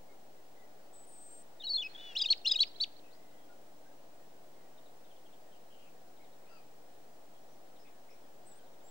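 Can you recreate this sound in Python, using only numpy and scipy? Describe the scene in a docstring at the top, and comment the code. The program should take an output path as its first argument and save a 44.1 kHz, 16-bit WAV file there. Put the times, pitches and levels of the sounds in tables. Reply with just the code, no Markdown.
"""Songbird in open parkland

A small bird gives thin high whistles, a warble and a quick chatter, often from both sides of its
syrinx at once, so that two tones beat. A line of trees reflects the song, and a soft rustle, likely
of wings, swells under the chatter. Other birds call far away over the rumble of distant traffic;
the electronics add a faint hiss and a high whine."""
import sys
import numpy as np
from scipy import signal
from scipy.fft import rfft, irfft
from scipy.io import wavfile
from scipy.ndimage import uniform_filter1d, map_coordinates

SR = 44100
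rng = np.random.default_rng(int(sys.argv[2]) if len(sys.argv) > 2 else 0)


def wav_record(signal):
    """Record a signal, one row per channel, as 16-bit PCM in the file named by sys.argv[1]."""
    frames = np.transpose(np.atleast_2d(signal))
    bounded = np.clip(frames, -1, 1)
    # unit amplitude maps onto the largest positive 16-bit level
    quanta = np.round(bounded * 32767).astype(np.int16)
    wavfile.write(sys.argv[1], SR, quanta)


N = 392490
TIME = np.arange(N) / SR
CUTOFF_HZ = 15900


def from_db(db):
    """The decibel scale: 20 dB is a factor of ten in amplitude."""
    return 10 ** (np.asarray(db) / 20)


def rms_one(x):
    """Normalisation to unit rms."""
    return x / np.sqrt(np.mean(x ** 2) + 1e-20)


def at_hz(points, hz):
    """Interpolation of a table on a logarithmic frequency axis."""
    freqs, values = np.transpose(points)
    return np.interp(np.log(np.maximum(hz, 1)), np.log(freqs), values)


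def pan(left_db):
    """Level difference as a cue to direction: the left and right gains."""
    return from_db(np.array([[.5], [-.5]]) * left_db)


def drift(rate_hz, size):
    """Random modulation: a smooth curve through rate_hz values a second, each of spread 1."""
    steps = np.arange(size) * rate_hz / SR
    return map_coordinates(rng.standard_normal(int(steps[-1]) + 3), [steps], order=3, mode="mirror")


def delayed(x, seconds):
    """Propagation delay, interpolated between samples."""
    return np.interp(TIME - seconds, TIME, x, left=0)


def add(track, start_s, sound):
    """Superposition: a sound sums into a track."""
    at = round(start_s * SR)
    track[at:at + len(sound)] += sound[:N - at]


def gate(size, edge_s):
    """A window with raised-cosine edges, which limit spectral splatter."""
    from_edge = np.minimum(np.arange(size), np.arange(size)[::-1]) / SR
    return np.sin(np.pi / 2 * np.clip(from_edge / edge_s, 0, 1)) ** 2


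def scatter(x, t60_s, gap_s=0):
    """Diffuse reflection from ground and plants: an exponential decay, different on each side."""
    t = TIME[:SR]
    tail = rng.standard_normal((2, SR)) * from_db(-60 * t / t60_s) * (t > gap_s)
    tail /= np.sqrt(np.sum(tail ** 2, axis=1, keepdims=True))
    return signal.fftconvolve(x[None], tail, axes=1)[:, :N]


# Likeness of the left and right noise: frequency_hz, correlation
NOISE_CORRELATION = [(40, 1), (150, 0.76), (350, 0.1), (700, 0.68), (1300, -0.38), (3000, 0.03)]
# Lean of the noise to one side: frequency_hz, left_minus_right_db
NOISE_BALANCE = [(60, 0.39), (150, 7.1), (380, 5.9), (950, 3), (6000, 2.67)]


def air_noise(spectrum):
    """Partial coherence: coloured stereo noise from mid and side parts; the channel mean has rms 1."""
    hz = np.arange(N // 2 + 1) * SR / N
    correlation = np.clip(at_hz(NOISE_CORRELATION, hz), -.99, .99)
    mid, side = rfft(rng.standard_normal((2, N)))
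    pair = mid + np.sqrt((1 - correlation) / (1 + correlation)) * side * [[1], [-1]]
    noise = irfft(pair * pan(at_hz(NOISE_BALANCE, hz)) * from_db(at_hz(spectrum, hz)), N)
    return noise / np.std(noise.mean(axis=0))


# Spectrum of the road: frequency_hz, relative_density_db
ROAD_SPECTRUM = [(30, -9), (60, -23.5), (115, -7.5), (270, -3.5), (450, -1.5), (550, 0.5), (730, 0.5),
                 (1100, -12), (1800, -18.5), (3000, -48)]
# Envelope of one far motor: time_s, level_db
MOTOR_ENVELOPE = [(0, -85), (1.2, -76.5), (3.6, -74), (4.4, -75.5), (5, -85)]


def traffic(road_db=-62.5, swell_db=0.34, swell_rate_hz=4, hum_hz=299, wander_hz=3):
    """A tone in broadband noise: one motor's wandering hum stands out from a gently swelling road."""
    road = air_noise(ROAD_SPECTRUM) * from_db(road_db + swell_db * drift(swell_rate_hz, N))
    phase = 2 * np.pi * np.cumsum(hum_hz + wander_hz * drift(11, N)) / SR
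    hum = np.sqrt(2) * np.sin(phase) * from_db(np.interp(TIME, *np.transpose(MOTOR_ENVELOPE)))
    return road + hum * pan(left_db=9)


def slur(first_hz, last_hz, length_s, waver, arch_ratio=.04, edge_s=0.0063, waver_rate_hz=450):
    """Random frequency modulation makes an arched glide hoarse; waver is a share of the pitch."""
    size = int(length_s * SR)
    arch = arch_ratio * np.sin(np.linspace(0, np.pi, size))
    hz = np.geomspace(first_hz, last_hz, size) * (1 + arch + waver * drift(waver_rate_hz, size))
    return np.sqrt(2) * gate(size, edge_s) * np.sin(2 * np.pi * np.cumsum(hz) / SR)


def far_flock(level_db, low_hz, high_hz, length_s, count):
    """Partial masking: the farthest birds call at random, barely heard over the road."""
    out = np.zeros(N)
    for when, pitch in rng.random((count, 2)):
        hz = low_hz * (high_hz / low_hz) ** pitch
        add(out, when * TIME[-1], from_db(level_db) * slur(hz, hz * .92, length_s, waver=.03))
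    return out


# Slurred calls of far birds: start_s, length_s, first_hz, last_hz, relative_db, waver_ratio
FAR_SLURS = [(0.075, 0.05, 2090, 2100, -75, .02), (0.558, 0.082, 1980, 1895, -69.5, 0.014),
             (3.029, 0.056, 2600, 2500, -72.5, 0.034), (3.105, 0.046, 3580, 5140, -71.5, 0.025),
             (3.069, 0.32, 1937, 1963, -77.5, 0.023), (3.367, 0.08, 3260, 3200, -74.5, 0.022),
             (3.482, 0.049, 1370, 1380, -69, .02), (3.85, 0.056, 1460, 1603, -73, .03),
             (5.51, 0.05, 3300, 2690, -74.5, 0.056), (5.7, 0.056, 3055, 2850, -70, 0.056),
             (5.777, 0.11, 3090, 2396, -71.5, .08), (6.19, 0.054, 2130, 2160, -72, .07),
             (6.43, 0.067, 2050, 2720, -76, .02), (6.485, 0.12, 2760, 2360, -72.5, 0.019),
             (6.491, 0.1, 4740, 4490, -76, 0.032), (6.499, 0.09, 1350, 1260, -68.5, .02),
             (7.335, 0.04, 3220, 3200, -76, .015), (7.48, 0.06, 5400, 5980, -78, .03),
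             (7.792, 0.031, 5040, 5050, -72, .03), (7.842, 0.049, 2125, 2394, -69.5, 0.079),
             (8.08, 0.056, 2320, 2290, -70.5, 0.089), (8.097, 0.031, 4980, 5560, -71, .05),
             (8.5, 0.14, 1640, 1448, -77.5, .025)]
# One far bird's runs of falling ticks: first_tick_s, last_tick_s, starting_pitch_hz, relative_db
FAR_TICKS = [(4.772, 4.854, 4400, -70), (5.043, 5.158, 3900, -69.5), (5.252, 5.323, 3750, -67.5),
             (6.16, 6.32, 3900, -71.5), (7.756, 7.859, 4000, -71.5), (8.508, 8.875, 3900, -73.5)]


def far_birds(direct_call_db=-6, tick_db=-3, direct_tick_db=-2, scattered_db=-0.5, tick_gap_s=.075):
    """Scattering blurs hoarse calls and uneven ticks, whose overtones are lost over the distance."""
    calls, ticks = np.zeros((2, N))
    for start_s, length_s, first_hz, last_hz, level_db, waver in FAR_SLURS:
        add(calls, start_s, from_db(level_db) * slur(first_hz, last_hz, length_s, waver))
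    for first_s, last_s, run_hz, level_db in FAR_TICKS:
        for start_s in np.linspace(first_s, last_s, round((last_s - first_s) / tick_gap_s) + 1):
            higher, louder = rng.uniform(-1.01, 1, 2)
            hz = run_hz * (1 + 0.0903 * higher)
            tick = slur(hz, hz * .74, length_s=0.0217, waver=0.032)
            add(ticks, start_s, from_db(level_db + tick_db + 2 * louder) * tick)
    direct = from_db(direct_call_db) * calls + from_db(direct_tick_db) * ticks
    return direct + from_db(scattered_db) * scatter(calls + ticks, t60_s=0.2)


# Swell of the rustle: time_s, level_db
RUSTLE_ENVELOPE = [(1.7, -89), (1.9, -67.5), (2.13, -63.5), (2.3, -81), (2.65, -73.5), (3.1, -81)]
# Spectrum of the rustle: frequency_hz, relative_density_db
RUSTLE_SPECTRUM = [(600, -28.5), (1500, 1.5), (4500, -2), (12000, -29)]


def rustle():
    """Amplitude-modulated noise, as of feathers brushing the air."""
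    level_db = np.interp(TIME, *np.transpose(RUSTLE_ENVELOPE), left=-np.inf, right=-np.inf)
    return air_noise(RUSTLE_SPECTRUM) * from_db(level_db)


# Reflections from the line of trees: delay_s, left_db, right_db
TREE_ECHOES = [(0.154, -36.5, -27), (0.313, -47, -42.5)]


def park(song, left_db=2.0, lag_s=.00001, ground_db=-20, tail_db=-24, tail_hz=3700):
    """Multipath propagation: direct sound, early scatter from bracken, a dull tail and tree echoes."""
    direct = np.array([song, delayed(song, lag_s)]) * pan(left_db)
    echoes = sum(from_db([[left], [right]]) * scatter(delayed(song, delay_s), t60_s=0.01978)
                 for delay_s, left, right in TREE_ECHOES)
    ground = from_db(ground_db) * scatter(song, t60_s=0.1003, gap_s=0.0091)
    dull = signal.sosfilt(signal.butter(2, tail_hz, fs=SR, output="sos"), song)
    tail = from_db(tail_db) * scatter(dull, t60_s=0.49, gap_s=0.013)
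    return direct + ground + tail + echoes


def contour(points, size):
    """Linear interpolation of pitch and level along a note, from rows of place, pitch_hz, level_db."""
    place, hz, level_db = np.transpose(points)
    along = np.linspace(place[0], place[-1], size)
    return np.interp(along, place, hz), np.interp(along, place, level_db)


def note(start_s, length_s, middle_hz, glide_hz, level_db, bend, fade_db):
    """Parabolic modulation of a glide: its ends are raised by the share bend and softer by fade_db."""
    place = np.linspace(-1, 1, int(length_s * SR))
    hz = middle_hz * (1 + bend * place ** 2) + glide_hz * place / 2
    return start_s, hz, level_db - fade_db * place ** 2


# The longest whistle, thin and high: time_s, pitch_hz, level_db
WHISTLE_CONTOUR = [(1.07, 8809, -61), (1.08, 8758, -62), (1.19, 8313, -57.5), (1.25, 8290, -56),
                   (1.37, 8410, -56.5), (1.416, 8111, -60), (1.425, 8100, -61)]
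# Plain whistles: start_s, length_s, middle_hz, glide_hz, level_db, arch_ratio
WHISTLE_NOTES = [(0.93, 0.12, 8010, -130, -59.5, 0.0036), (1.047, 0.0098, 8330, 200, -62, .01),
                 (1.074, 0.35, 7730, -480, -64, .001), (1.638, 0.027, 4330, 200, -41, .035),
                 (1.755, 0.016, 4285, -120, -28, .02), (1.834, 0.041, 2540, -20, -40.5, .001),
                 (1.985, 0.15, 2970, -170, -55, .05), (2.011, 0.115, 3460, -170, -51.5, 0.04),
                 (8.456, 0.053, 8240, 0, -62, 0.079), (8.512, 0.027, 7800, -150, -59.5, 0.028),
                 (8.545, 0.045, 8460, 904, -67.5, .035), (8.839, 0.085, 7620, 400, -66, .025)]


def whistles():
    """Two independent oscillators: whistles that overlap come from the two sides of the syrinx."""
    first_s, last_s = WHISTLE_CONTOUR[0][0], WHISTLE_CONTOUR[-1][0]
    longest = (first_s, *contour(WHISTLE_CONTOUR, int((last_s - first_s) * SR)))
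    return [longest] + [note(*row, bend=-arch, fade_db=4) for *row, arch in WHISTLE_NOTES]


# Scoops of the warble: start_s, length_s, middle_hz, glide_hz, level_db
WARBLE_SCOOPS = [(1.599, 0.026, 3630, 251, -49), (1.621, 0.031, 2980, -350, -49),
                 (1.667, 0.026, 3810, 1.5, -36.5), (1.693, 0.037, 4340, -49.5, -33.5),
                 (1.731, 0.025, 4180, -330, -31.5), (1.769, 0.045, 3410, -100, -36),
                 (1.816, 0.018, 3024, -600, -38.5), (1.948, 0.018, 3260, 52, -47),
                 (1.978, 0.017, 3400, 200, -52), (1.997, 0.016, 3480, 149.5, -50)]


def warble():
    """Rapid frequency modulation: a chain of short notes, each dipping in pitch."""
    return [note(*row, bend=0.078, fade_db=3.5) for row in WARBLE_SCOOPS]


# One twitter sung twice: start_s, length_s, pitch_ratio, level_db, first_arch_push_db
CHATTER = [(2.152, 0.104, .995, -26, -6), (2.448, 0.108, 1.005, -25.5, 4)]
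# Its waving lower voice and nearly level upper voice: place_in_lengths, pitch_hz, relative_db
LOWER_VOICE = [(0, 2667, -18), (.12, 2942, -9), (.17, 3473, -3), (.25, 4180, -3.5), (.36, 4130, -13.5),
               (.46, 3330, -8.5), (.53, 3330, -5.5), (.57, 3550, -8.5), (.61, 3760, 0.5), (.68, 3773, -2),
               (.78, 3520, -19), (.88, 3020, -11), (1, 2430, -17.5)]
UPPER_VOICE = [(0.239, 4756, -16.5), (.35, 5198, -9.5), (.39, 5243, -14.5), (.44, 4950, -32),
               (.57, 5150, -29.5), (.63, 4915, -2), (.71, 4880, -1), (.77, 4900, -23), (.97, 4870, -21)]
# Its three closing pips: start_in_lengths, length_s, middle_hz, glide_hz, relative_db
CLOSING_PIPS = [(1, 0.014, 3770, -80, -2.5), (1.15, 0.013, 4280, -150, -14),
                (1.29, 0.015, 3250, 448.5, -5.5)]


def twitters(arch_place=0.28, arch_width=0.099):
    """Biphonation: both sides of the syrinx sing together in each twitter, then come the pips."""
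    notes = []
    for start_s, length_s, pitch_ratio, level_db, push_db in CHATTER:
        for voice in (LOWER_VOICE, UPPER_VOICE):
            first, last = voice[0][0], voice[-1][0]
            hz, db = contour(voice, int((last - first) * length_s * SR))
            place = np.linspace(first, last, len(hz))
            arch = np.exp(-((place - arch_place) / arch_width) ** 2)
            notes.append((start_s + first * length_s, pitch_ratio * hz, level_db + db + push_db * arch))
        for place, pip_s, hz, glide_hz, db in CLOSING_PIPS:
            notes.append(note(start_s + place * length_s, pip_s, pitch_ratio * hz, glide_hz,
                              level_db + db, bend=0, fade_db=10.5))
    return notes


# Loud chips: start_s, length_s, first_hz, top_hz, level_db, swell_db
CHIP_NOTES = [(2.303, 0.036, 4190, 4427, -22, 0.5), (2.603, 0.039, 3840, 4490, -23, 1.5),
              (2.801, 0.048, 3493, 4546, -28, 10.5)]


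def chips(climb_share=.52, dive_s=.0145, last_hz=2000, fade_db=29):
    """Coupled frequency and amplitude sweeps: a chip swells as it climbs, holds, and fades in a dive."""
    notes = []
    for start_s, length_s, first_hz, top_hz, level_db, swell_db in CHIP_NOTES:
        t = TIME[:int(length_s * SR)]
        below_top = np.clip(1 - t / (climb_share * length_s), 0, 1) ** 2
        dive = np.clip(1 - (length_s - t) / dive_s, 0, 1)
        climb_hz = top_hz + (first_hz - top_hz) * below_top
        hz = climb_hz * (last_hz / top_hz) ** (dive ** 1.164)
        notes.append((start_s, hz, level_db - swell_db * below_top - fade_db * dive ** 1.517))
    return notes


CHATTER_S = 2.14  # from here on the bird forces its notes
# Radiation of overtones from the beak: overtone_hz, relative_db
BEAK_RESPONSE = [(5600, -13.5), (6600, -30), (7500, -27.5), (8400, -42), (10500, -37.5), (14000, -56.5)]


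def syrinx(notes, edge_s=0.0028, waver_hz=30, flutter_db=1.4, third_db=-3, forced_db=4):
    """Self-sustained oscillation: nearly pure tones; forcing strengthens their tremble and overtones."""
    out, last_phase = np.zeros(N), np.zeros(2 * N)
    margin = int(edge_s * SR / 2)
    for start_s, pitch_hz, note_db in sorted(notes, key=lambda sung: sung[0]):
        at, size = round(start_s * SR), len(pitch_hz)
        force = from_db(forced_db * (start_s > CHATTER_S))
        hz = np.pad(pitch_hz, margin, mode="edge")
        level_db = np.pad(note_db, margin, mode="edge")
        hz += force * waver_hz * drift(rate_hz=330, size=len(hz))
        level_db += force * flutter_db * drift(rate_hz=170, size=len(hz))
        phase = 2 * np.pi * np.cumsum(hz) / SR
        phase += last_phase[at] - phase[margin]  # a slurred note carries on the phase of the one before
        last_phase[at - margin:at + size + margin] = phase
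        tone = np.sin(phase)
        for harmonic, extra_db in ((2, 0), (3, third_db)):
            gain = force * from_db(at_hz(BEAK_RESPONSE, harmonic * hz) + extra_db)
            tone += gain * np.sin(harmonic * phase) * (harmonic * hz < CUTOFF_HZ)
        add(out, start_s - margin / SR, np.sqrt(2) * tone * from_db(level_db) * gate(len(hz), edge_s))
    return out


def near_bird(coupling=0.12, rasp_db=-24, rasp_band_hz=(2900, 5700), calm_db=-10):
    """Nonlinear mixing of two voices makes combination tones.
    A band of noise follows the song's loudness and roughens it, most in the chatter."""
    song = syrinx(whistles() + warble() + twitters() + chips())
    power = np.abs(signal.hilbert(song)) ** 2
    steady = uniform_filter1d(power, size=110)  # a 2.5 ms average smooths out the beats
    beat = (power - steady) / (np.abs(steady) + 1e-9)
    rasp_band = signal.butter(2, rasp_band_hz, "band", fs=SR, output="sos")
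    rasp = rms_one(signal.sosfilt(rasp_band, rng.standard_normal(N))) * np.sqrt(power / 2)
    return song * (1 - coupling * beat) + rasp * from_db(rasp_db + calm_db * (TIME < CHATTER_S))


def scene(air_hz=11000):
    """Superposition of the near bird, dulled by air absorption, with far birds, wings and road."""
    song = signal.sosfilt(signal.butter(4, air_hz, fs=SR, output="sos"), near_bird())
    large_birds = far_flock(level_db=-82, low_hz=1203, high_hz=2120, length_s=.07, count=50)
    small_birds = far_flock(level_db=-81.5, low_hz=2820, high_hz=5600, length_s=0.039, count=24)
    return park(song) + far_birds() * pan(left_db=9.5) + large_birds + small_birds + rustle() + traffic()


# Spectrum of the electronic hiss: frequency_hz, relative_density_db
HISS_SPECTRUM = [(1000, -38.5), (1800, -2), (3500, -2.5), (7100, -5), (15000, -12)]


def record(dry, hiss_db=-71.5, whine_hz=15626, whine_db=-76, offset=-.0031):
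    """Self-noise and band limiting: electronics add hiss, a whine and an offset, and cut the top."""
    hiss = from_db(hiss_db) * air_noise(HISS_SPECTRUM)
    whine = np.sqrt(2) * from_db(whine_db) * np.sin(2 * np.pi * whine_hz * TIME) * pan(left_db=-4.0)
    low_pass = signal.ellip(12, .1, 80, CUTOFF_HZ, fs=SR, output="sos")
    return signal.sosfilt(low_pass, dry + hiss + whine) + offset


dry = scene()
out = record(dry)
wav_record(out)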